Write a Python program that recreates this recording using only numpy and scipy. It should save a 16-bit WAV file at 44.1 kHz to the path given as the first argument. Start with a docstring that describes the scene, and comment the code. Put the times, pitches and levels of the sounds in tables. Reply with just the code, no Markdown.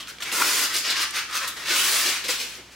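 """A sheet of parchment paper is smoothed and slid over a stone countertop in a small kitchen.
Each stroke is a stream of tiny random slips over a fine hiss, coloured by the paper and a ringing sheet.
Creases snap as short bursts of pitched noise; a soft pat near the end is a few fading sine waves.
The counter and walls scatter these sounds as decaying noise echoes. Under it all lie soft air noise
and a low appliance hum."""
import sys
import numpy as np
from scipy import signal
from scipy.fft import rfft, irfft
from scipy.io import wavfile
from scipy.ndimage import map_coordinates

SR = 44100
rng = np.random.default_rng(int(sys.argv[2]) if len(sys.argv) > 2 else 0)


def dump_mix(stems):
    """Bounce the given channels to the path in sys.argv[1] as a 16-bit WAV at rate SR."""
    frames = np.atleast_2d(stems).T  # one column per channel
    limited = np.clip(frames, -1, 1)  # hard clip at full scale
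    pcm = np.round(limited * 32767).astype(np.int16)
    wavfile.write(sys.argv[1], SR, pcm)


N = 121275  # length in samples, 2.75 s


def undb(db):
    """Turn dB into a plain factor."""
    return 10 ** (np.asarray(db) / 20)


def unit(x):
    """Scale to rms 1."""
    return x / np.sqrt(np.mean(x ** 2))


def curve(points, hz):
    """Read a (Hz, dB) table on a log-frequency axis."""
    f, db = np.array(points).T
    return np.interp(np.log(hz), np.log(f), db)


def bump(hz, centre, octaves):
    """A bell of height 1 on a log-frequency axis."""
    return np.exp(-.5 * (np.log2(hz / centre) / octaves) ** 2)


def high_shelf(hz, corner_hz):
    """Rise from 0 in the lows to 1 in the highs, half way at the corner."""
    return 1 / (1 + (corner_hz / hz) ** 4)


def freqs(n):
    """Bin frequencies in Hz, kept at 1 or more so that their log exists."""
    return np.maximum(np.arange(n // 2 + 1) * SR / n, 1)


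def colour(x, db):
    """Filter with the given gain per frequency bin, without sounding ahead of the input."""
    n = len(x)
    # folding the cepstrum forward in time gives the minimum-phase filter
    cepstrum = irfft(np.log(undb(db)), n)
    cepstrum[1:n // 2] *= 2
    cepstrum[n // 2 + 1:] = 0
    return irfft(rfft(x) * np.exp(rfft(cepstrum)), n)


def shape(points, hz):
    """A spectrum in dB that keeps the power of white noise."""
    db = curve(points, hz)
    return db - 10 * np.log10(np.mean(undb(db) ** 2))


def add(out, x, start):
    """Mix x into out from the start time in seconds."""
    i = max(int(start * SR), 0)
    out[i:i + len(x)] += x[:len(out) - i]


SLIPS_PER_S = 5400
SLIP_SPREAD_DB = 2.5  # how uneven the slips are in size
FINE_HISS_DB = -0.5   # hiss compared with the slips


def slips(n):
    """Paper catches on stone in tiny clicks, uneven in size and of either sign, over a fine hiss."""
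    happens = rng.random(n) < SLIPS_PER_S / SR
    sign = rng.choice([-1, 1], n)
    size = undb(SLIP_SPREAD_DB * np.minimum(rng.exponential(size=n), 4))
    hiss = undb(FINE_HISS_DB) * rng.standard_normal(n)
    return unit(unit(happens * sign * size) + hiss)


# The basic colour of rubbed paper, also used by the snaps.
# Each row: frequency in Hz, relative strength in dB per Hz.
PAPER_COLOUR = [(50, -40), (150, -25.5), (230, -16.5), (310, -10), (420, -11), (600, -11), (780, -12),
                (1050, -4.5), (1500, -1), (2700, -0.5), (4800, -1.5), (6200, -4.5), (7300, -6.5),
                (10000, -10), (15500, -17)]
TREBLE_HZ, BODY_HZ = 6940, 740
MIDS_HZ, MIDS_OCTAVES, RESONANCE_OCTAVES = 1366, 0.52, 0.15
# The treble grows faster with speed, by this extra power.
BRIGHTEN, BRIGHTEN_HZ = 0.31, 6600
# The strokes of the hand.
# Each row: start in seconds, rise in seconds, hold in seconds, fall time constant in seconds,
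# level in dB (before its colour and the room), treble in dB, mids in dB, body in dB,
# resonance of the sheet in Hz, height of that resonance in dB.
STROKES = [ (0.0, 0.0013, 0.0056, 0.029, -35.5, -1, 2.5, 5, 3270, 6),
           (0.061, 0.027, 0.012, 0.02, -36.5, 1, 2.5, -13, 1500, 5.5),
           (0.201, 0.0036, 0.01, 0.017, -34, -4, 6, -2, 1420, 2),
           (0.223, .003, .01, 0.011, -33.5, 5, 3.5, 4, 3600, 6),
           (0.245, 0.012, 0.046, 0.023, -33.5, -3, 4.5, 5.5, 2440, 6.5),
           (0.309, 0.018, 0.1, 0.066, -27, 6.5, 4.5, 9.5, 1570, -3),
           (0.377, 0.033, .008, 0.01, -30, 9, 6.5, 14, 975, 15.5),
           (0.403, 0.065, 0.18, 0.032, -24, 4.5, 0, 3.5, 5200, 1),
           (0.677, 0.028, 0.044, .02, -32, -4, 4, -1, 1890, 3.5),
           (0.721, 0.029, 0.024, 0.04, -24.5, 4, -4, 1, 4800, 3),
           (0.827, 0.028, 0.073, .02, -23.5, -8.5, -1, -1, 5170, 2.5),
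           (0.899, 0.0023, 0.0054, .01, -22, -0.5, -20, -2, 4260, 5),
           (0.935, 0.034, 0.072, 0.024, -23.5, -8.5, 1, -3.5, 5500, 2.5),
           (0.991, 0.022, 0.022, .015, -33, 9, -2, 0, 2450, -10),
           (1.119, 0.043, 0.028, 0.03, -25, -4.5, 4.5, -2, 1660, -0.5),
           (1.273, .04, .02, .02, -35.5, -3.5, 6.5, 1, 1200, 6),
           (1.317, 0.038, 0.019, 0.03, -24.5, -0.5, -1, -3, 1306, 9.5),
           (1.391, 0.038, 0.022, 0.035, -29, -5.5, 7, 0.5, 535, 8.5),
           (1.475, 0.0012, 0.0054, 0.019, -32.5, 13.5, -6, -6, 3740, 6),
           (1.563, 0.0048, 0.063, 0.066, -35, -4.5, 2.5, 6.5, 1940, 1),
           (1.636, 0.075, .03, 0.025, -21.5, -2, 1, 2, 368, 4.5),
           (1.733, 0.028, 0.056, 0.025, -24, 6, 1, 1, 2960, 6),
           (1.802, 0.047, 0.17, 0.041, -23.5, 5, 0, 2, 500, 0),
           (2.016, 0.046, 0.037, 0.035, -21.5, -1, -3, 2.5, 312, 6),
           (2.108, 0.018, 0.036, 0.05, -27, -5.5, 0, -7, 2300, 1),
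           (2.238, 0.0028, 0.02, 0.052, -29.5, -3, -5.5, 6.5, 500, 3),
           (2.28, 0.0054, 0.021, 0.059, -23, 1.5, -2.5, 0.5, 4430, 1),
           (2.379, 0.025, 0.01, 0.056, -27, -1.5, -6, 1.5, 2800, 2),
           (2.478, 0.013, 0.081, 0.021, -44.5, 2.5, 3, 4, 3520, 0),
           (2.579, 0.0054, 0.021, 0.014, -47.5, -9, 0.5, 21, 2350, 7),
           (2.695, 0.029, 0.022, .02, -49, 0, 3, -5.5, 4000, -1), ]


def strokes(size=32768):
    """Each stroke swells, holds and dies away, brighter when fast; the free sheet sets its colour."""
    out, t, hz = np.zeros(N), np.arange(size) / SR, freqs(size)
    for start, rise, hold, fall, db, treble, mids, body, ring_hz, ring_db in STROKES:
        swell = np.minimum(t / rise, 1)
        speed = swell * np.exp(-np.maximum(t - rise - hold, 0) / fall)
        rub = slips(size) * speed
        high = irfft(rfft(rub) * high_shelf(hz, BRIGHTEN_HZ))
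        brightened = rub + high * (speed ** BRIGHTEN - 1)
        tone = shape(PAPER_COLOUR, hz)
        tone += treble * high_shelf(hz, TREBLE_HZ)
        tone += mids * bump(hz, MIDS_HZ, MIDS_OCTAVES)
        tone += body / (1 + (hz / BODY_HZ) ** 4)  # a shelf for the lows
        tone += ring_db * bump(hz, ring_hz, RESONANCE_OCTAVES)
        add(out, undb(db) * colour(brightened, tone), start)
    return out


FLEX_DB = 0.57  # strength of the random gain changes
FLEX_PER_S, FLEX_PER_OCTAVE = 34, 6  # random points per second and, in the treble, per octave


def flex(x):
    """Narrow resonances of the sheet come and go as it bends under the hand."""
    hz, t, z = signal.stft(x, SR, nperseg=512)
    row = np.log2(1 + hz / 100) * FLEX_PER_OCTAVE
    place = np.meshgrid(row, t * FLEX_PER_S, indexing="ij")
    # a smooth random landscape over pitch and time
    wander = map_coordinates(rng.standard_normal(size=(128, 256)), place, order=3, mode="mirror")
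    return signal.istft(z * undb(FLEX_DB * wander), SR)[1][:N]


# Counter echo: time constant in seconds, level in dB against the direct sound, before colouring.
SCATTER_S, SCATTER_DB = 0.0028, -7.5
# Room tail: time to fall by 60 dB in seconds, level in dB as above.
ROOM_T60_S, ROOM_DB = 0.54, -7
PATH_CHANGE_S = .04  # a new random echo pattern fades in this often
# Colour of the scattered sound. Each row: frequency in Hz, gain in dB.
SCATTER_COLOUR = [(150, -11.5), (500, -7.5), (1200, 1), (4000, 0), (14000, 3)]
# The walls swallow the treble. Each row: frequency in Hz, gain in dB.
ROOM_COLOUR = [(300, 3), (3000, 1.5), (7000, -0.5), (14000, -5)]
# Left-right difference of the scattered sound. Each row: frequency in Hz, gain in dB.
WIDTH = [(100, -20), (300, -17), (550, -10.5), (1100, -9.5), (2000, -4.5), (4000, -1.5), (8000, 1),
         (14000, 4)]
# The sheet lies a little to the left. 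Each row: frequency in Hz, left minus right in dB.
PAN = [(200, .3), (600, 1.3), (4000, 1.1), (8000, .1)]


def echoes(x, decay):
    """Many random reflections under a fading outline; the paths change as the hand moves."""
    out, hop = np.zeros(N + 16384), int(PATH_CHANGE_S * SR)
    for centre in range(0, N + hop, hop):
        i = np.arange(max(centre - hop, 0), min(centre + hop, N))
        piece = x[i] * np.cos(np.pi / 2 * (i - centre) / hop)  # crossfade between patterns
        pattern = decay * rng.standard_normal(len(decay))
        add(out, signal.fftconvolve(piece, pattern), i[0] / SR)
    return out


def kitchen(x, size=16384):
    """Direct sound, quick scatter from the counter and a short, duller room tail, in stereo."""
    t, hz = np.arange(size) / SR, freqs(N + size)
    near = unit(np.exp(-t / SCATTER_S) * (1 - np.exp(-t / SCATTER_S)))
    near *= undb(SCATTER_DB) / np.sqrt(size)
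    far = unit(np.exp(-np.log(1000) * t / ROOM_T60_S) * np.minimum(t / 0.012, 1))
    far *= undb(ROOM_DB) / np.sqrt(size)

    def scattered():
        tail = colour(echoes(x, far), curve(ROOM_COLOUR, hz))
        return echoes(x, near[:size // 8]) + tail

    mid = x + colour(scattered(), curve(SCATTER_COLOUR, hz))[:N]
    side = colour(scattered(), curve(SCATTER_COLOUR, hz) + curve(WIDTH, hz))[:N]
    pan = curve(PAN, freqs(N)) / 2
    ears = np.array([colour(mid + s * side, s * pan) for s in (1, -1)])  # left, right
    return ears / np.sqrt(1 + np.sum(near ** 2 + far ** 2))


AIR_DB = -49  # air noise that both sides share
AIR_SIDE_DB = -19.5  # left-right difference, compared with the shared part
# Colour of the air noise. Each row: frequency in Hz, relative strength in dB per Hz.
AIR_COLOUR = [(25, -24.5), (60, -7), (130, -2.5), (300, -0.5), (700, -6.5), (1300, -5.5), (3000, -5.5),
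              (6000, -12), (15000, -29)]
# Appliance hum. Each row: frequency in Hz, level in dB, phase lead of the left side in cycles.
HUM = [(59.7, -63, .02), (120, -68, 0.076)]


def room_tone():
    """Steady air noise and the hum of an appliance, which reaches the two sides out of step."""
    t, ears = np.arange(N) / SR, np.array([[1], [-1]])
    mid, side = (colour(rng.standard_normal(N), shape(AIR_COLOUR, freqs(N))) for _ in range(2))
    air = undb(AIR_DB) * (mid + undb(AIR_SIDE_DB) * side * ears)
    hum = 0
    for hz, db, lead in HUM:
        cycles = hz * t + rng.random() + ears * lead / 2
        hum = hum + np.sqrt(2) * undb(db) * np.sin(2 * np.pi * cycles)
    return hum + air


SNAP_DECAY_S = 0.0023  # time constant
SNAP_OCTAVES, SNAP_FOCUS_DB = 0.58, 16  # width and height of the pitched peak
SNAP_DB = 0.5  # added to every snap
# Creases that snap.
# Each row: time in seconds, peak level in dB (before the shared boost and the room), pitch in Hz.
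SNAPS = [(0.006, -25, 3350), (0.073, -28, 3200), (0.185, -26.5, 2670), (0.2227, -16.5, 3100),
         (0.23, -25, 3970), (0.233, -38, 5050), (0.317, -16, 2940), (0.326, -18, 6300),
         (0.419, -10.5, 1480), (0.422, -12, 1200), (0.448, -12.5, 4500), (0.765, -13, 7000),
         (0.785, -14.5, 9070), (0.9, -14, 4400), (1.108, -22, 9000), (1.479, -23, 7000), (2.553, -31, 5000)]


def snaps(size=2048):
    """A crease flips over with a short, pitched crack: a fading burst of filtered noise."""
    out, t, hz = np.zeros(N), np.arange(size) / SR, freqs(size)
    for start, db, pitch_hz in SNAPS:
        burst = rng.standard_normal(size) * np.exp(-t / SNAP_DECAY_S)
        tone = curve(PAPER_COLOUR, hz) + SNAP_FOCUS_DB * bump(hz, pitch_hz, SNAP_OCTAVES)
        crack = colour(burst, tone)
        add(out, undb(db + SNAP_DB) * crack / np.abs(crack).max(), start)
    return out


# Start in seconds, level in dB before the room, time constant of the soft onset in seconds.
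PAT_S, PAT_DB, PAT_PUSH_S = 2.287, -20, 0.0093
# The tones that the pat rings.
# Each row: frequency in Hz, relative level in dB, time to fall by 60 dB in seconds.
PAT_MODES = [(323, -8, .07), (503, 3, 0.087), (820, -6.5, 0.092), (1260, -23, .08), (1950, -8, .06)]


def pat():
    """A soft, hollow knock as the paper is pressed down: fading sine waves with a gentle onset."""
    out, t = np.zeros(N), np.arange(SR // 2) / SR
    ring = np.zeros(len(t))
    for hz, db, t60 in PAT_MODES:
        ring += undb(db) * np.sin(2 * np.pi * hz * t) * np.exp(-np.log(1000) * t / t60)
    push = 1 - np.exp(-t / PAT_PUSH_S)
    add(out, undb(PAT_DB) * ring * push, PAT_S)
    return out


def scene():
    """The paper sounds in the kitchen, over the room tone."""
    paper = flex(strokes()) + snaps() + pat()
    return kitchen(paper) + room_tone()


TOP_HZ = 15850


def record(dry):
    """A steep low-pass filter cuts the highest treble."""
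    low_pass = signal.ellip(12, .1, 80, TOP_HZ, fs=SR, output="sos")
    return signal.sosfilt(low_pass, dry)


dry = scene()
out = record(dry)
dump_mix(out)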